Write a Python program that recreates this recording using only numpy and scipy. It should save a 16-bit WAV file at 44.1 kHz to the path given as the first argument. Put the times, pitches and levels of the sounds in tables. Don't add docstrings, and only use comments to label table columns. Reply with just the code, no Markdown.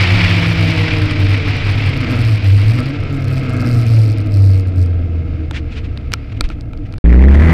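import sys
import numpy as np
from scipy.fft import rfft, irfft, next_fast_len
from scipy.io import wavfile
from scipy.ndimage import map_coordinates

SR = 44100
rng = np.random.default_rng(int(sys.argv[2]) if len(sys.argv) > 2 else 0)


def bounce(signal):
    frames = np.transpose(np.atleast_2d(signal))
    limited = np.clip(frames, -1, 1)
    pcm = np.round(limited * 32767).astype(np.int16)
    wavfile.write(sys.argv[1], SR, pcm)


N = 332073

# (t/s, f/Hz)
REVS = [(0, 179.7), (1, 154.3), (1.85, 138.9), (2.1, 125.1), (2.5, 96.8), (2.65, 104), (2.8, 123.5),
        (2.95, 144.5), (3.6, 124.8), (4, 110), (4.5, 96.16), (5, 85.2), (5.6, 74.98), (6.35, 67.36),
        (6.98, 43.04)]
# (t/s, level/dB)
LOAD = [(0, 0), (1.9, -2), (2.35, -1.5), (2.48, 3), (2.8, 1.5), (3.05, 1), (3.75, 1.5), (4.9, 1), (5.8, -3)]
# (f/Hz, width/Hz, level/dB)
CABIN_MODES = [(89.9, 1.4, -12.5), (97.87, 5.3, -8.5), (110.1, 5.5, -9.5), (116.4, 4.2, -17.5),
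               (130.2, 3.5, -20.5), (164.5, 15.5, -20), (246.7, 13.4, -8.5), (275.5, 4, -18.5),
               (299.7, 26, -14.5)]
# (f/Hz, level/dB)
BODY_EQ = [(60, -17), (110, -7.5), (210, -4.5), (310, 1.5), (375, -19.5), (440, -7), (520, -12.5),
           (580, -16), (650, -10), (760, -25), (1000, -29)]
# (f/Hz, level/dB)
RASP_EQ = [(500, -25.5), (750, -10), (960, -8), (1180, 1), (1320, 10.5), (1480, -2.5), (1620, 5),
           (1850, -12.5), (2150, 8), (2330, -17), (2550, 4), (2900, -15), (4500, -22), (8000, -28)]
# (t/s, level/dB)
ROAR_FADER = [(0, -28.5), (.5, -27), (2.5, -31), (3.1, -30.5), (4.5, -29.5), (6.2, -37.5), (6.98, -36)]
# (t/s, f/Hz, level/dB)
PULL_AWAY = [(7.04, 54.3, -0.5), (7.12, 59.73, 3), (7.3, 68.05, 2), (7.37, 72.1, -1), (7.47, 81.6, 3)]
# (f/Hz, level/dB)
TAILPIPE_EQ = [(20, -19), (50, 0.5), (68, 2.5), (82, -7), (110, -17), (140, -23), (163, -9.5), (190, -15),
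               (225, -16), (330, -28), (600, -38)]
# (f/Hz, level/dB)
INTAKE_EQ = [(200, -8), (500, -1), (800, -1.5), (1150, -6.5), (1600, -3), (2000, 2.5), (2600, -12.5),
             (4000, -23), (6500, -33.5), (15000, -46)]
# (t/s, level/dB)
WIND_FADER = [(0, -22.5), (1.3, -30), (2, -31.5), (3.1, -41), (3.9, -42.5), (5.03, -54), (6.35, -53),
              (6.7, -61.5), (6.98, -57.5)]
# (f/Hz, level/dB)
HISS_EQ = [(200, -29), (600, -6.5), (1100, -5), (1700, -3), (2350, 5), (2800, -1), (3400, -6),
           (5100, -11.5), (6400, -28), (9000, -36), (15000, -53)]
# (f/Hz, level/dB)
BOOM_EQ = [(50, -35), (78, -16.5), (91, -4), (99, 1), (108, -1), (125, -22), (180, -31.5)]
# (f/Hz, level/dB)
ROAD_EQ = [(100, -9.5), (160, 1), (210, -5.5), (250, 2), (320, 1), (400, -17), (465, -3), (540, -16),
           (650, -10.5), (800, -22), (1000, -32), (2000, -52.5)]
# (f/Hz, level/dB)
RUMBLE_EQ = [(10, -22), (28, 3), (45, -7), (70, -4.5), (130, -4), (250, -44)]
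# (f/Hz, level/dB)
HOUSING_EQ = [(1500, -12), (3300, -25.5), (4100, 1.5), (5000, 3), (6300, -14), (7600, -13), (8700, -6.5),
              (9900, -27), (11100, -8.5), (12000, -31), (12900, -12.5), (13600, -20), (14300, -13),
              (16000, -36)]
# (t/s, level/dB, tick f/Hz, knock level/dB)
CLICKS = [(1.111, -11, 2490, 1), (5.511, -14.5, 3100, 0), (5.975, -19.5, 3793, -15),
          (6.12, -11.5, 2583, -16), (6.132, -15, 4280, -29.5), (6.137, 4, 5400, -6),
          (6.409, -1, 4230, -0.5), (6.441, -20, 2730, -15), (6.49, -25, 4900, -20), (6.502, -22, 1800, 8),
          (6.61, -28, 4730, -14), (6.734, -29, 2420, 8), (6.775, -32, 4360, -12), (6.925, -27, 4800, 1),
          (6.939, -25.5, 2380, 5), (6.981, -23.5, 4500, -7)]
# (f/Hz, level/dB)
SNAP_EQ = [(150, -8.5), (600, 10), (1500, 4.5), (3000, 5.5), (4500, 6), (6600, -20.5), (8800, -6.5),
           (12000, -33.5), (15000, -24.5)]
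# (f/Hz, level/dB, t60/s)
KNOCK_MODES = [(309, -1, 0.02), (580, -11.5, 0.011), (870, -10.5, .02), (1347, -2.5, 0.021),
               (2385, -5, 0.016), (3600, -19.5, 0.016)]
# (centre t/s, half length/s, level/dB)
SCUFFS = [(5.564, 0.017, -28), (5.728, 0.012, -38), (5.777, 0.014, -32.5), (5.852, 0.0092, -39),
          (6.325, 0.004, -37.5), (6.373, 0.0042, -41), (6.451, 0.011, -35), (6.518, .012, -41),
          (6.863, .007, -44.5)]
# (f/Hz, level/dB)
RUB_EQ = [(400, -7), (1200, 0.5), (2500, 8.5), (4800, -6.5), (6300, -13.5), (8500, -23), (13000, -41)]
# (t/s, level/dB)
THUMPS = [(6.413, -18.5), (6.452, -10.5)]

CRUISE_HZ = 100
DRIVE_DB, DRIVE_DB_PER_OCTAVE, OCTAVE_DB = 3.5, 3.5, -15.5
RASP_DB, RASP_DB_PER_OCTAVE = -45, 9
SHAKE_HZ, SHAKE_WIDTH_HZ = 123.5, 6.5
SHAKE_RASP_DB, SHAKE_ROAR_DB, SHAKE_BUZZ_DB = 11.5, 6, 5
INTAKE_DB, INTAKE_DB_PER_S = -27, 15
BUZZ_STOPS_S, BUZZ_RELEASE_S = 4.89, 0.021
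COCKPIT_ENDS_S, TAIL_STARTS_S = 6.986, 7.041
MIC_HISS_DB, TOP_HZ = -73, 15800


def engine():
    firing_hz, = curves(REVS)
    load_db, = curves(LOAD)
    octaves_up = np.log2(firing_hz / CRUISE_HZ)
    drive_db = DRIVE_DB + DRIVE_DB_PER_OCTAVE * octaves_up + load_db
    rasp_db = RASP_DB + RASP_DB_PER_OCTAVE * octaves_up + SHAKE_RASP_DB * shake()
    phase = crank(firing_hz, jitter=0.0041)
    tone = amp(drive_db + 1.2 * wobble(16)) * cabin_gain(firing_hz) * np.sin(phase)
    ragged = np.interp(firing_hz, [120, 155], [1, 0])
    blur = (0.082 + 0.35 * ragged) * wobble(35) + rng.uniform(0, 2 * np.pi)
    octave_gain = amp(drive_db + OCTAVE_DB + 2 * wobble(14)) * cabin_gain(2 * firing_hz)
    octave = octave_gain * np.sin(2 * phase + blur)
    lines = harmonics(phase, firing_hz, BODY_EQ, orders=[1.5, 2.5, 3, 3.5, 4, 5, 6],
                      uneven_db=-18 + 7.6 * ragged, flutter_db=4, rough=0.032 + 0.17 * ragged)
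    overtones = amp(roar_db() + 3 - 6.3 * ragged) * lines
    rasp = amp(rasp_db) * noise(RASP_EQ, gate=amp(5.4 * np.cos(phase)))
    return tone + octave + overtones + rasp


def crank(firing_hz, jitter):
    return 2 * np.pi * np.cumsum(firing_hz * (1 + jitter * wobble(30))) / SR


def harmonics(phase, firing_hz, eq, orders, uneven_db, flutter_db, rough):
    out = np.zeros(N)
    for order in orders:
        line_db = (uneven_db if order % 1 else 0) + flutter_db * wobble(16)
        blur = rough * order * wobble(35) + rng.uniform(0, 2 * np.pi)
        out += amp(line_db) * gain_at(eq, order * firing_hz) * np.sin(order * phase + blur)
    return out


def cabin_gain(hz):
    return np.abs(sum(amp(db) * 1j * hz * width / (centre ** 2 - hz ** 2 + 1j * hz * width)
                      for centre, width, db in CABIN_MODES))


def shake():
    firing_hz, = curves(REVS)
    return 1 / (1 + ((firing_hz - SHAKE_HZ) / SHAKE_WIDTH_HZ) ** 2)


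def roar_db():
    level_db, = curves(ROAR_FADER)
    return level_db + SHAKE_ROAR_DB * shake()


def pull_away():
    elapsed = np.maximum(clock() - TAIL_STARTS_S, 0)
    firing_hz, exhaust_db = curves(PULL_AWAY)
    phase = crank(firing_hz, jitter=0.00813)
    orders = np.arange(1, 15) / 2
    pulses = harmonics(phase, firing_hz, TAILPIPE_EQ, orders, uneven_db=-9.5, flutter_db=1.5, rough=0.1)
    intake = noise(INTAKE_EQ, gate=amp(2.3 * np.cos(phase) + 1.9 * wobble(90)))
    slipstream = amp(7.5) * noise(RUMBLE_EQ) + amp(-3) * noise(ROAD_EQ)
    return amp(exhaust_db) * pulses + amp(INTAKE_DB + INTAKE_DB_PER_S * elapsed) * (intake + slipstream)


def wind_and_road():
    wind_db, = curves(WIND_FADER)
    hiss = amp(wind_db + 4.5 + 0.99 * wobble(12) + 1.73 * wobble(130)) * noise(HISS_EQ)
    throb = amp(2.5 * wobble(16)) * np.sin(crank(98, jitter=0.04))
    boom = amp(airflow_db(top_db=-14.5, follow=0.62)) * (unit(throb) + noise(BOOM_EQ))
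    road = amp(roar_db() + 1.65) * noise(ROAD_EQ)
    rumble = amp(airflow_db(top_db=-22.5, follow=0.086)) * noise(RUMBLE_EQ)
    return hiss + boom + road + rumble


def airflow_db(top_db, follow):
    wind_db, = curves(WIND_FADER)
    return top_db + follow * (wind_db - wind_db.max())


def housing_buzz(sound, threshold=0.22):
    free = np.clip(1 - (clock() - BUZZ_STOPS_S) / BUZZ_RELEASE_S, 0, 1)
    swing = filtered(sound, lambda hz: (hz / 100) ** 2 / (1 + (hz / 195) ** 6))
    loose = np.maximum(np.maximum(-swing, 0.51 * swing) - threshold, 0)
    chatter = noise(HOUSING_EQ, gate=amp(3.5 * wobble(2500)))
    buzz_db = airflow_db(top_db=-34, follow=0.13) + SHAKE_BUZZ_DB * shake()
    return free * amp(buzz_db) * np.tanh(loose / 0.14) * chatter


def clicks():
    out, snap = np.zeros(N + SR), noise(SNAP_EQ)
    t = np.arange(SR // 8) / SR
    attack = 1 - np.exp(-t / 0.000061)
    for s, db, tick_hz, knock_db in CLICKS:
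        start = round(s * SR)
        knock = sum(amp(level + rng.normal(0, 3) - 60 * t / t60) * np.sin(2 * np.pi * hz * t)
                    for hz, level, t60 in KNOCK_MODES)
        tick = amp(-60 * t / 0.0025) * np.sin(2 * np.pi * tick_hz * t)
        crack = snap[start:][:len(t)] * (amp(-60 * t / 0.0059) + amp(-28.5 - 60 * t / 0.037))
        hit = 0.63 * crack + 0.92 * tick + amp(knock_db - 7.5) * knock
        out[start:][:len(t)] += amp(db) * attack * hit
    return out[:N]


def thumps(half_s=0.0063):
    return sum(amp(db + 7) * (s - clock()) / half_s * swell(s, half_s) for s, db in THUMPS)


def scuffs():
    strokes = sum(amp(db) * swell(s, half_s) for s, half_s, db in SCUFFS)
    return strokes * noise(RUB_EQ, gate=amp(1.1 * wobble(700)))


def amp(db):
    return 10 ** (np.asarray(db) / 20)


def unit(x):
    return x / np.sqrt(np.mean(x ** 2) + 1e-20)


def clock():
    return np.arange(N) / SR


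def swell(centre_s, half_s):
    return np.exp(-0.5 * ((clock() - centre_s) / half_s) ** 2)


def curves(rows):
    s, *cols = np.transpose(rows)
    return [np.interp(clock(), s, c) for c in cols]


def wobble(rate):
    return map_coordinates(rng.standard_normal(int(N * rate / SR) + 4), [np.arange(N) * rate / SR])


def gain_at(eq, hz):
    f, db = np.transpose(eq)
    return amp(np.interp(np.log(hz + 1), np.log(f + 1), db, left=-120, right=-120))


def filtered(x, response):
    size = next_fast_len(N + SR // 2)
    return irfft(rfft(x, size) * response(np.fft.rfftfreq(size, 1 / SR)), size)[:N]


def noise(eq, gate=1):
    return unit(filtered(gate * rng.standard_normal(N), lambda hz: gain_at(eq, hz)))


def scene():
    cockpit = engine() + wind_and_road() + amp(MIC_HISS_DB) * rng.standard_normal(N)
    cockpit = cockpit + housing_buzz(cockpit) + clicks() + scuffs() + thumps()
    fade_out = np.interp(clock(), [COCKPIT_ENDS_S - 0.001, COCKPIT_ENDS_S], [1, 0])
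    fade_in = np.interp(clock(), [TAIL_STARTS_S, TAIL_STARTS_S + 0.002], [0, 1])
    return (fade_out * cockpit + fade_in * pull_away())[None]


def record(dry):
    ceiling, hardness = 0.71, 12
    clipped = dry[0] / (1 + np.abs(dry[0] / ceiling) ** hardness) ** (1 / hardness)
    return filtered(clipped, lambda hz: 1 / (1 + (hz / TOP_HZ) ** 90))[None]


dry = scene()
out = record(dry)
bounce(out)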